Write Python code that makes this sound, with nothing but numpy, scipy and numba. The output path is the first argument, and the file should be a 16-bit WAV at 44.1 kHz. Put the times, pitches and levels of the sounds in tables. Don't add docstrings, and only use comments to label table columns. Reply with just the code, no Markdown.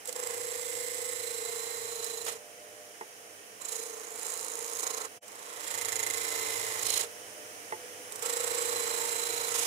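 import sys
import numpy as np
from scipy import signal
from scipy.fft import rfft, irfft, next_fast_len
from scipy.io import wavfile
from numba import njit

SR = 44100
rng = np.random.default_rng(int(sys.argv[2]) if len(sys.argv) > 2 else 0)


def gain_from_db(level_db):
    decades = np.asarray(level_db, float) / 20
    return 10 ** decades


def generate_wav(signal):
    frames = np.transpose(np.atleast_2d(signal))
    scaled = np.clip(frames, -1, 1) * 32767
    pcm = np.round(scaled).astype(np.int16)
    wavfile.write(sys.argv[1], SR, pcm)


N = 426006
TIME = np.arange(N) / SR
SIZE = next_fast_len(N + 8192)
HZ = np.maximum(np.arange(SIZE // 2 + 1) * SR / SIZE, 1)
LOG_HZ = np.log(HZ)
LEFT_LAG_S = 14 / SR
LEFT_LAG = np.exp(-2j * np.pi * HZ * LEFT_LAG_S)
SMALL_BODY = np.minimum(HZ / 330, 1) ** 5
SCENE_CHANGE_S = 5.203

# (from [s], to [s])
PASSES = [
    (0.05, 2.4),
    (3.6, 5.09),
    (5.26, 7.08),
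    (8.1, 9.7),
]
# (time [s], pressure on the disc [dB], seating on the table [dB])
HANDS = [
    [(.05, -16, -32), (.095, 0.5, 4), (.135, -14, -15), (.16, -2.5, -1), (.28, -1, 0.5), (1.67, -0.5, -1),
     (2.2, -1.5, -3), (2.34, -8.5, -2), (2.4, -16, -13)],
    [(3.6, -11, -33), (3.73, -0.5, -7), (3.9, -7, -5.5), (4.1, -9, -7.5), (4.26, -0.5, -8.5),
     (4.64, -3.5, -7.5), (4.8, -1.5, -8), (5.06, -5.5, -9), (5.09, -26, -9)],
    [(5.26, -18, -19), (5.4, -12, -20), (5.55, -7.5, -11.5), (5.72, 1, -7.5), (6.1, 2.5, -6),
     (6.57, 3, -4.5), (6.82, 1.5, -6), (7.02, 4, -7), (7.08, -15, 5)],
    [(8.1, -23, -11), (8.13, -16, -22), (8.215, -12, -16), (8.235, -1, -1), (8.3, 2.5, -1), (8.62, 4.5, 4),
     (9.35, 3.5, -1), (9.66, 3.5, -2.5)],
]
CREEP = [(.06, -.11, -.52, -.51), (-.05, .04, .4, .42), (.1, .27, -.08, -.46), (-.05, -.04, .54, .45)]
# (frequency [Hz], level [dB per Hz])
HISS = [(2470, -36), (4200, -5.5), (4510, -8.5), (5730, -8), (7640, -2.5), (8680, -4), (10800, -7.5),
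        (15100, -11), (15800, -23)]
# (frequency [Hz], level [dB])
SHADOW = [(60, -6), (180, 9), (550, -2.5), (1650, -6.5), (4970, -7.5), (15000, -20)]
# (frequency [Hz], common share [0-1])
LIKENESS = [(60, 0.57), (450, 0.79), (1000, 0.85), (2300, 0.25), (5800, 0.15), (7200, 0.37), (8800, 0.14),
            (15000, 0.15)]


def rms_one(x):
    return x / np.sqrt(np.mean(np.mean(np.atleast_2d(x), axis=0) ** 2) + 1e-20)


def in_time(rows):
    s, *columns = np.transpose(rows)
    return [np.interp(TIME, s, c) for c in columns]


def by_pass(starts, ends=None):
    ends = starts if ends is None else ends
    return np.interp(TIME, np.ravel(PASSES), np.ravel(np.transpose([starts, ends])))


def spells(rows, attack_s, release_s):
    return [np.clip(np.minimum((TIME - a) / attack_s + 1, (b - TIME) / release_s + 1), 0, 1)
            for a, b, *rest in rows]


def song(rows):
    shapes = spells(rows, attack_s=0.23, release_s=0.1)
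    return sum(gain_from_db(row[2]) * shape ** 2 for row, shape in zip(rows, shapes))


def at_hz(points):
    hz, value = np.transpose(points)
    return np.interp(LOG_HZ, np.log(hz), value)


def boosts(table):
    return gain_from_db(sum(db / (1 + (2 * (HZ - hz) / width) ** 2) for hz, width, db in table))


def resonance(hz, width_hz):
    return 1 / (1 + 1j * (HZ ** 2 - hz ** 2) / (HZ * width_hz))


def modes(table):
    return sum((-1) ** k * gain_from_db(db) * resonance(hz, width) for k, (hz, width, db) in enumerate(table))


def band(low_hz, high_hz, x):
    return signal.sosfilt(signal.butter(2, [low_hz, high_hz], "band", fs=SR, output="sos"), x)


@njit
def sweep(x, hz, width_hz, sr):
    out = np.zeros_like(x)
    r = np.exp(-np.pi * width_hz / sr)
    for c in range(x.shape[0]):
        for i in range(2, x.shape[1]):
            push = (1 - r * r) / 2 * (x[c, i] - x[c, i - 2])
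            swing = 2 * r * np.cos(2 * np.pi * hz[i] / sr) * out[c, i - 1]
            out[c, i] = push + swing - r * r * out[c, i - 2]
    return out


def heard(pair, response, likeness=LIKENESS, shadow=SHADOW):
    # (frequency [Hz], width [Hz], boost [dB])
    left_port = [(3160, 750, 2.5), (4400, 720, -4.5), (6100, 700, 2.5), (7300, 600, -2.5), (8500, 920, 3),
                 (9500, 300, -5), (1820, 400, 1)]
    near, other = rfft(pair, SIZE) * response
    alike = np.clip(at_hz(likeness), 0, 1)
    left = alike * near * LEFT_LAG + np.sqrt(1 - alike ** 2) * other
    left = left * gain_from_db(at_hz(shadow)) * boosts(left_port)
    return rms_one(irfft([left, near], SIZE)[:, :N])


def motor():
    # (time [s], level [dB])
    drift = [(0, -51.5), (2.4, -52.5), (5.15, -51.5), (5.24, -52.5), (7.1, -48.5), (9.66, -46.5)]
    # (frequency [Hz], level [dB per Hz])
    fan_noise = [(35, -33), (60, -36), (91, -48), (329, -10.5), (361, -19.5), (436, -4.5), (590, -10),
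                 (985, -14.5), (2230, -12.5), (4700, -19), (9460, -14.5), (15800, -25)]
    # (frequency [Hz], width [Hz], boost [dB])
    fan_peaks = [(9470, 410, 6), (5600, 2900, 5.5), (527, 31, -6.5), (103.4, 58, 22.5), (150, 39, 6.5),
                 (4100, 2200, -5.5), (3016, 52, 6.5), (8160, 1040, -4), (10870, 510, -5), (1900, 310, 1.5),
                 (3570, 120, -6), (4530, 180, -2)]
    # (frequency [Hz], level [dB])
    fan_shadow = [(60, 6.5), (180, -2.5), (550, -1), (1650, -4), (4970, -2.5), (15000, -13.5)]
    # (frequency [Hz], common share [0-1])
    fan_likeness = [(60, 0.5), (400, 1), (1500, 0.32), (4500, 0.073), (8000, 0.074), (15000, .05)]
    # (frequency [Hz], level before [dB], after the scene changes [dB])
    hum_lines = [(100, -82, -85), (200, -79, -78), (499.6, -65, -64), (599.3, -69, -69), (699, -66, -64),
                 (800, -73, -72), (1857, -77, -80), (1999, -79, -79), (2316, -77, -80), (2616, -81, -83),
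                 (2995, -76, -79), (3122, -80, -83), (4904, -83, -85), (5147, -81, -84), (5589, -81, -84),
                 (6982, -81, -84), (6190, -79, -74), (7508, -80, -76)]
    # (from [s], to [s], level [dB], frequency [Hz])
    resting = [(2.44, 2.9, -61, 599.3), (11, 4.1, -74, 499.6), (6.4, 7.7, -61.5, 602),
               (7.8, 8.2, -54.5, 496), (5.7, 8.6, -76, 100)]
    level_db, = in_time(drift)
    colour = gain_from_db(at_hz(fan_noise)) * boosts(fan_peaks)
    fan = heard(rng.standard_normal((2, N)), colour, fan_likeness, fan_shadow)

    waver = np.interp(TIME * 25, np.arange(250), rng.standard_normal(250))
    hum = np.zeros((2, N))
    for k, (hz, first_db, second_db) in enumerate(hum_lines):
        line_db = np.where(TIME < SCENE_CHANGE_S, first_db, second_db) + 3.5 * np.roll(waver, 9000 * k)
        start_turns = rng.random((2, 1)) * 0.39
        hum += np.sqrt(2) * gain_from_db(line_db) * np.sin(2 * np.pi * (hz * TIME + start_turns))
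    passed = sum(np.sqrt(2) * song([row]) * gain_from_db(2.5 * waver) * np.sin(2 * np.pi * row[3] * TIME)
                 for row in resting)

    away_s = abs(TIME - SCENE_CHANGE_S)
    fan_fade = np.clip(away_s / 0.028, .01, 1) ** 3.1
    hum_fade = np.clip(away_s / .035, 0, 1)
    return fan_fade * gain_from_db(level_db) * fan + hum_fade * hum + passed


def knocks():
    # (time [s], peak [dB])
    set_down = [
        (3.011, -30.5),
        (7.723, -23),
    ]
    # (frequency [Hz], level [dB], time to fall 60 dB [s])
    table_modes = [(342, -30, 0.13), (374, -6.5, 0.14), (457, -9, 0.12), (597, -19, 0.035), (745, -11, .05),
                   (872, -2, 0.1), (1047, -15, 0.098), (1890, -7, .06), (2030, -12, 0.08),
                   (2120, -19, 0.05), (2730, -18, 0.081)]
    out = np.zeros(N)
    for hz, level_db, t60 in table_modes:
        r, w = gain_from_db(-60 / (min(t60, .1) * SR)), 2 * np.pi * hz / SR
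        blows = np.full(N, 1e-18)
        for s, db in set_down:
            contact_db = np.array([-3, 0, -7]) + rng.normal(0, 0.63, 3)
            blows[round(s * SR) + np.array([0, 90, 310])] = gain_from_db(db + level_db - 13.5 + contact_db)
        out += signal.lfilter([0, np.sin(w)], [1, -2 * r * np.cos(w), r * r], blows)
    thud = sum(gain_from_db(db - 12.0) * (TIME > s) * np.exp(-np.clip(TIME - s, 0, 1) / 0.0063)
               for s, db in set_down)
    dense_wood = band(250.0, 1600.0, band(220.0, 1500.0, rng.standard_normal(N)))
    out += thud * rms_one(dense_wood)
    out = signal.sosfilt(signal.butter(2, 280., "high", fs=SR, output="sos"), out)
    return np.array([gain_from_db(4.0) * np.roll(out, round(LEFT_LAG_S * SR)), gain_from_db(8.5) * out])


def disc_turns():
    # (time [s], speed [turns per s])
    spin = [(0, 27.73), (2.5, 27.83), (5.2, 27.74), (8.0, 27.77), (9.7, 27.77)]
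    s, speed = np.transpose(spin)
    return np.interp(TIME, s, np.concatenate([[0], np.cumsum(np.diff(s) * speed[:-1])]))


def scuffs():
    # (time [s], peak [dB])
    touches = [(0.056, -29.5), (0.0743, -25), (0.127, -24.5), (2.043, -19), (3.6142, -39), (5.2808, -35),
               (5.3178, -39), (5.3544, -37), (5.4251, -38), (6.826, -22.5), (8.122, -25.5), (8.158, -25.5),
               (8.194, -33), (4.7925, -26), (4.834, -27), (2.25, -29), (5.677, -37), (4.971, -28),
               (8.224, -23)]
    # (frequency [Hz], width [Hz], level [dB])
    tick_modes = [(9380, 170, 12), (8560, 150, 3), (7020, 260, 6)]
    starts = np.full(N, 1e-18)
    starts[[round(s * SR) for s, db in touches]] = gain_from_db(np.array(touches)[:, 1] - 9)
    burst = signal.lfilter([1], [1, -np.exp(-1 / (0.0045 * SR))], starts)
    noise = rng.standard_normal((2, N))
    hiss = SMALL_BODY * gain_from_db(at_hz(HISS))
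    bright = 1.5 * abs(resonance(8300, 1500))
    body = 0.05 * SMALL_BODY * abs(resonance(2500, 4000))
    glance = heard(noise, hiss + bright + body)

    tick_db = -37.5 + 2.6 * np.minimum(in_time(HANDS[1])[0] + 2.3, 0)
    away = (disc_turns() - 0.51 + .5) % 1 - .5
    spit = gain_from_db(tick_db + 3.0) * np.exp(-(away / 0.051) ** 2) * (TIME > 3.62) * (TIME < 4.85)
    click = (np.diff(away, prepend=0) > 0) * (abs(away) < 14 / SR)
    strike = spit * (noise + 12.0 * click)
    return burst * glance + np.std(spit) * heard(strike, 0.51 * hiss + modes(tick_modes))


def surface(turns, count, memory):
    keep = np.clip(memory, 0, .99)
    fresh = rng.standard_normal((2, int(turns[-1]) + 41, count))
    rings = signal.lfilter([np.sqrt(1 - keep ** 2)], [1, -keep], fresh, axis=1)
    rings = rings[:, 40:].reshape(2, -1)
    return np.array([np.interp(turns * count, np.arange(ring.size), ring) for ring in rings])


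def grit(turns, memory, fresh_share):
    return surface(turns, count=800, memory=memory) + fresh_share * rng.standard_normal((2, N))


def paper_bands(turns):
    # (from [s], to [s], angle [turns], width [turns], level [dB])
    bands = [(0.13, 0.898, 0.54, 0.035, 2), (0.61, 1.65, 0.275, 0.0067, 4), (0.35, 1.6, 0.88, 0.047, 1.5),
             (0.27, 1.2, 0.9, 0.03, 2), (1.3, 2.2, 0.21, 0.014, -1), (1.6, 1.7, 1, 0.036, 1),
             (4, 4.848, 0.033, 0.014, 7), (4.25, 4.895, 0.22, 0.032, 5), (4.7, 4.7, 0.21, 0.064, 0.5),
             (5.3, 5.8, 0.816, 0.03, 4.5), (5.9, 6.8, 0.94, 0.029, 3.5), (6.198, 7.05, 0.53, 0.046, 0),
             (6.82, 6.986, 0.79, 0.076, 4), (5.65, 4.5, .5, 0.037, 0.5), (6.82, 7.0, 0.088, .07, -2),
             (8.246, 9.5, 0.61, 0.018, 1.5), (8.25, 9.5, 0.44, 0.02, -0.5), (8.25, 9.4, 0.345, 0.027, -2.5),
             (9.2, 9.4, 0.2, 0.016, 0), (12, 9.5, 0.77, 0.017, 3), (9.9, 9.3, 0.91, 0.043, 1.5),
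             (5.9, 6.1, 0.94, 0.036, 0), (6.15, 6.85, 0.12, 0.056, 3.5), (6.1, 6.85, 0.92, .05, -2),
             (4.85, 5.08, 0.4, .06, 3), (4.85, 6.2, .58, .05, -3), (3.6, 3.5, .13, .016, -1),
             (4.4, 4.85, .42, .05, -3), (8.25, 8.5, .33, .03, 1.5), (8.9, 8.5, .6, .05, -2),
             (6.86, 8.1, 0.315, .025, 3.5)]
    # (from [s], to [s], angle [turns], fade [turns], level [dB])
    catch = (5.8, 6.09, .455, .13, 7.5)
    a, b, angle, fade, db = catch
    total_db = db * spells([catch], .15, .1)[0] * (np.exp(-((turns - angle) % 1) / fade) - fade)
    for (a, b, angle, width, db), shape in zip(bands, spells(bands, 0.078, 0.026)):
        away = (turns - angle + .5) % 1 - .5
        total_db = total_db + db * shape * np.exp(-(away / width) ** 2)
    return total_db


def throb(turns):
    # (time [s], angle [turns], depth [dB], twice-a-turn depth [dB])
    wobble = [(.1, -.5, 4.3, 2), (.55, -.71, 3.1, 1.7), (1.2, -.67, 3.5, 1), (1.8, -.67, .7, .9),
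              (2.15, -.58, 3.2, 1), (3.65, .46, 5.5, 1.9), (3.85, .28, 2.6, .9), (4.05, .3, 3, 1.3),
              (4.45, .58, 1.2, 2.8), (4.68, .48, 1.4, 2.6), (4.85, .35, 5, .5), (5.1, .27, 3.4, .8),
              (5.45, -.25, 3.2, 1.5), (6.0, -.37, 6.2, .9), (6.6, -.5, 1.8, 2.1), (6.9, -.42, 3.6, 2.6),
              (8.33, -.57, 5.5, .9), (8.62, -.65, 3.1, 1.6)]
    spot, spot_db, second_db = in_time(wobble)
    second = by_pass(*np.transpose(CREEP)[:2])
    wobble_db = spot_db * np.cos(2 * np.pi * (turns - spot))
    wobble_db += second_db * np.cos(4 * np.pi * (turns - second))
    reach_db = np.hypot(spot_db, second_db)
    return reach_db * np.tanh(1.05 * wobble_db / reach_db) + paper_bands(turns)


def bench_rumble(turns):
    # (order [per turn], level [dB])
    rumble_orders = [(3, -9), (4, -2)]
    # (from [s], to [s], level [dB])
    rumble_spells = [(.3, 2.4, -70), (4.2, 5, -80), (5.8, 7.0, -64), (8.4, 11.2, -68)]
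    shake = sum(gain_from_db(db) * np.sin(2 * np.pi * order * turns) for order, db in rumble_orders)
    loose = rms_one([[1, 0.19], [1, -.25]] @ band(89.0, 124.0, rng.standard_normal((2, N))))
    return song(rumble_spells) * rms_one(shake + .35 * loose)


def table_drone(turns, centre_hz):
    # (frequency [Hz], width [Hz], level [dB])
    loose_modes = [(304, 31, 13), (444, 25, 53)]
    widths = [28.4, 31.6, 31.2, 28]
    skirts = [-64, -30, -22.5, -56]
    wavers = [.7, 1.8, 2.5, 1.4]
    spot = by_pass(*np.transpose(CREEP)[2:])
    wander = np.concatenate([surface(turns, count=1, memory=0.68) for k in range(5)]) * by_pass(wavers)
    skirt, width = gain_from_db(by_pass(skirts)), by_pass(widths)
    orders = np.zeros(N)
    for k in range(11, 21):
        gain = np.exp(-((k * 27.53 - centre_hz) / width) ** 2) + skirt * (k < 17)
        angle = 2 * np.pi * (k * turns - (k - 17) * spot) + .08 * wander[20 - k]
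        orders += gain * gain_from_db(wander[k - 11]) * np.cos(angle)
    tone = orders * gain_from_db(0.51 * surface(turns, count=2, memory=0.26)[0])
    colour = modes(loose_modes) * resonance(390, 460) * np.minimum(HZ / 290, 1) ** 6
    loose = heard(rng.standard_normal((2, N)), colour)
    return rms_one([np.roll(tone, round(LEFT_LAG_S * SR)), tone] + .16 * loose)


def grit_lines(turns):
    # (order [per turn], level over the rasp [dB])
    grit_orders = [(33, -11), (37, -12), (38, -13), (41, -12), (49, -14), (55, -16)]
    lines_db = [-0.5, -1, 0, 3.5]
    wander = np.concatenate([surface(turns, count=1, memory=0.8) for k in range(3)])
    tone = sum(gain_from_db(db + 3.3 * slow) * np.sin(2 * np.pi * order * turns + 0.37 * slow)
               for (order, db), slow in zip(grit_orders, wander))
    pair = np.array([gain_from_db(-4.0) * np.roll(tone, round(LEFT_LAG_S * SR)), tone])
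    return gain_from_db(by_pass(lines_db) + 3.0) * pair


def rasp_and_scratch(fine, throb_db, ridges_db):
    # (frequency [Hz], width [Hz], boost [dB])
    wood = [(898, 31, 6.5), (1079, 120, 6.5), (1318, 45, 7.5), (1510, 60, 1), (1756, 82, 3.5),
            (1980, 140, 4.5), (2630, 170, -8), (2950, 100, -3), (3460, 190, 1.5), (3500, 120, 0.5),
            (4360, 120, -12), (4720, 150, -9)]
    # (frequency [Hz], level [dB per Hz])
    rasp_tone = [(310, -9.5), (520, 2.5), (635, -3.5), (890, 1), (1450, -2), (1990, -5.5), (2200, -4.5),
                 (2860, -9), (4840, -120)]
    # (frequency [Hz], level [dB per Hz])
    scratch_tone = [(1240, -19.5), (2100, -10), (2520, -3.5), (3500, -5.5), (4030, -5), (4400, -6.5),
                    (5720, -5), (9680, -120)]
    handle = SMALL_BODY * boosts(wood)
    rasp = heard(gain_from_db(.5 * throb_db + 1.7 * ridges_db[1]) * fine, handle * gain_from_db(at_hz(rasp_tone)))
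    scratch = heard(gain_from_db(0.54 * throb_db + 2.0 * ridges_db[0]) * fine, handle * gain_from_db(at_hz(scratch_tone)))
    return rasp, scratch


def disc_rings(turns, fine, throb_db, press_db):
    # (frequency [Hz], width [Hz])
    low_mode, high_mode = [(2053, 85), (4050, 120)]
    # (frequency [Hz], width [Hz], level [dB])
    low_rim = [(1870, 210, -9), (2000, 127, -36)]
    # (frequency [Hz], width [Hz], level [dB])
    high_rim = [(3920, 120, -3.5), (4190, 150, -8)]
    # (from [s], to [s], level [dB])
    low_song = [(.3, .9, -51.5), (.9, 1.85, -50.5), (5.8, 6.1, -51), (6.15, 6.8, -46.5), (8.4, 9.5, -55)]
    # (from [s], to [s], level [dB])
    high_song = [(1.25, 2.2, -53.5), (3.7, 3.82, -59), (4.3, 4.5, -62), (4.85, 5.02, -58), (5.85, 6.1, -65),
                 (6.2, 6.5, -58), (6.6, 6.8, -84), (6.9, 7.0, -57), (8.4, 8.55, -52), (8.7, 9.0, -51),
                 (9.15, 9.45, -48.5)]

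    def ring(mode, rim, order):
        drive = fine + .12 * np.sin(2 * np.pi * order * turns)
        return heard(gain_from_db(1.8 * throb_db) * drive, resonance(*mode) * resonance(mode[0], 1300.0) + modes(rim))

    low_gain = song(low_song) * gain_from_db(-5.0) + gain_from_db(-68.5 + press_db)
    high_gain = song(high_song) * gain_from_db(0.5) + gain_from_db(-67 + press_db)
    return low_gain * ring(low_mode, low_rim, 74) + high_gain * ring(high_mode, high_rim, 146)


def edge_hiss(grains, throb_db, ridges_db, edge_hz):
    # (frequency [Hz], width [Hz], boost [dB])
    fine_peaks = [(4400, 170, -0.5), (4760, 200, 0), (5220, 47, 6.5), (7000, 36, 1.5), (6510, 60, 3),
                  (7160, 50, 3), (7490, 50, 2.5), (7712, 39, 1.5), (7930, 40, 3), (7480, 50, 3.5),
                  (7850, 46, 4.5), (9400, 140, 6), (10670, 1300, 5)]
    edge_db = [0.2, 3, -1.5, 0.6]
    edge = sweep(gain_from_db(0.98 * throb_db + 1.8 * ridges_db[1]) * grains, edge_hz, 640.0, SR)
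    source = grains + 1.31 * gain_from_db(by_pass(edge_db)) * edge
    return heard(source, SMALL_BODY * gain_from_db(at_hz(HISS)) * boosts(fine_peaks))


def digging_corner(grains):
    # (frequency [Hz], width [Hz], level [dB])
    corner_modes = [(3040, 200, -1.5), (4150, 140, 8), (5320, 95, 0), (7160, 77, 6.5), (8900, 200, 2)]
    return heard(grains, modes(corner_modes))


def sanding():
    # (time [s], handle edge [Hz], table [Hz])
    grip_curves = [
        [(0.05, 7600, 495), (0.15, 7380, 482), (1.15, 7690, 478), (1.4, 7550, 466), (1.96, 7050, 462),
         (2.4, 6900, 452)],
        [(3.6, 7250, 452), (3.984, 6370, 457), (4.138, 7100, 459), (4.318, 7000, 458), (4.762, 6550, 457),
         (5.09, 6900, 440)],
        [(5.26, 6840, 460), (5.67, 7300, 474), (5.822, 7000, 457), (6.542, 7000, 452), (6.912, 6700, 450),
         (7.08, 7000, 450)],
        [(8.1, 7450, 467), (8.5, 7500, 479), (8.85, 7420, 464), (9.208, 7320, 465), (9.66, 6550, 466)],
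    ]
    # (rasp [dB], scratch [dB])
    grips = [(-55, -53), (-51, -55), (-50, -49.5), (-48.5, -50.5)]
    # (time [s], hold [s], extra hiss [dB], extra rasp [dB], corner [dB])
    bites = [(0.147, 0.18, 0, 5.5, -58), (0.598, 0.74, 0.43, -1.5, -73), (2.018, 0.039, 1.5, 3, -68),
             (2.261, 0.016, 10, 14, -45), (3.647, 0.23, 1.1, -2.5, -64), (4.606, 0.29, 1.1, -0.5, -64),
             (4.827, 0.23, 1, 5.5, -54), (6.85, 0.13, 3, -0.5, -41), (8.22, 0.007, 3, 2, -56),
             (9.537, .15, 4, -0.5, -48)]
    turns = disc_turns()
    throb_db = throb(turns)
    ridges_db = surface(turns, count=36, memory=0.93)
    touching = sum((TIME > a) * np.clip((b - TIME) / 0.019, 0, 1) for a, b in PASSES)
    press_db, seat_db = in_time(np.concatenate(HANDS))
    edge_hz, drone_hz = in_time(np.concatenate(grip_curves))

    attack_s = 0.0053
    digs = spells([(s + attack_s, s + hold) for s, hold, *db in bites], attack_s, release_s=0.095)
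    bite_db, bite_rasp_db = np.transpose(bites)[2:4] @ digs
    corner_gain = gain_from_db(np.transpose(bites)[4]) @ digs

    rasp_db, scratch_db = [by_pass(grip) for grip in np.transpose(grips)]
    rasp_db = rasp_db + 0.54 * press_db + bite_rasp_db
    scratch_db = scratch_db + 0.89 * press_db + 1.52 * bite_db

    fine = grit(turns, memory=0.902, fresh_share=1.0)
    grains = gain_from_db(1.02 * throb_db + 1.6 * ridges_db[0]) * rng.standard_normal((2, N))
    grains = grains * gain_from_db(rng.normal(0, 2.6, N))

    rasp, scratch = rasp_and_scratch(fine, throb_db, ridges_db)
    cut = gain_from_db(-43 + seat_db) * table_drone(turns, drone_hz)
    cut = cut + gain_from_db(rasp_db) * (rasp + grit_lines(turns)) + gain_from_db(scratch_db) * scratch
    cut += disc_rings(turns, fine, throb_db, press_db)
    cut += corner_gain * digging_corner(grains)
    cut += gain_from_db(-40.5 + press_db + bite_db) * edge_hiss(grains, throb_db, ridges_db, edge_hz)
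    return touching * (cut + bench_rumble(turns))


def scene():
    return motor() + knocks() + scuffs() + sanding()


def top_cut(x):
    return signal.sosfilt(signal.butter(12, 16460, fs=SR, output="sos"), x)


def record(dry):
    thin = signal.sosfilt(signal.butter(2, 65., "high", fs=SR, output="sos"), dry)
    mix = signal.sosfilt(signal.cheby2(26, 60, 15960, fs=SR, output="sos"), thin)
    return top_cut(mix)


dry = scene()
out = record(dry)
generate_wav(out)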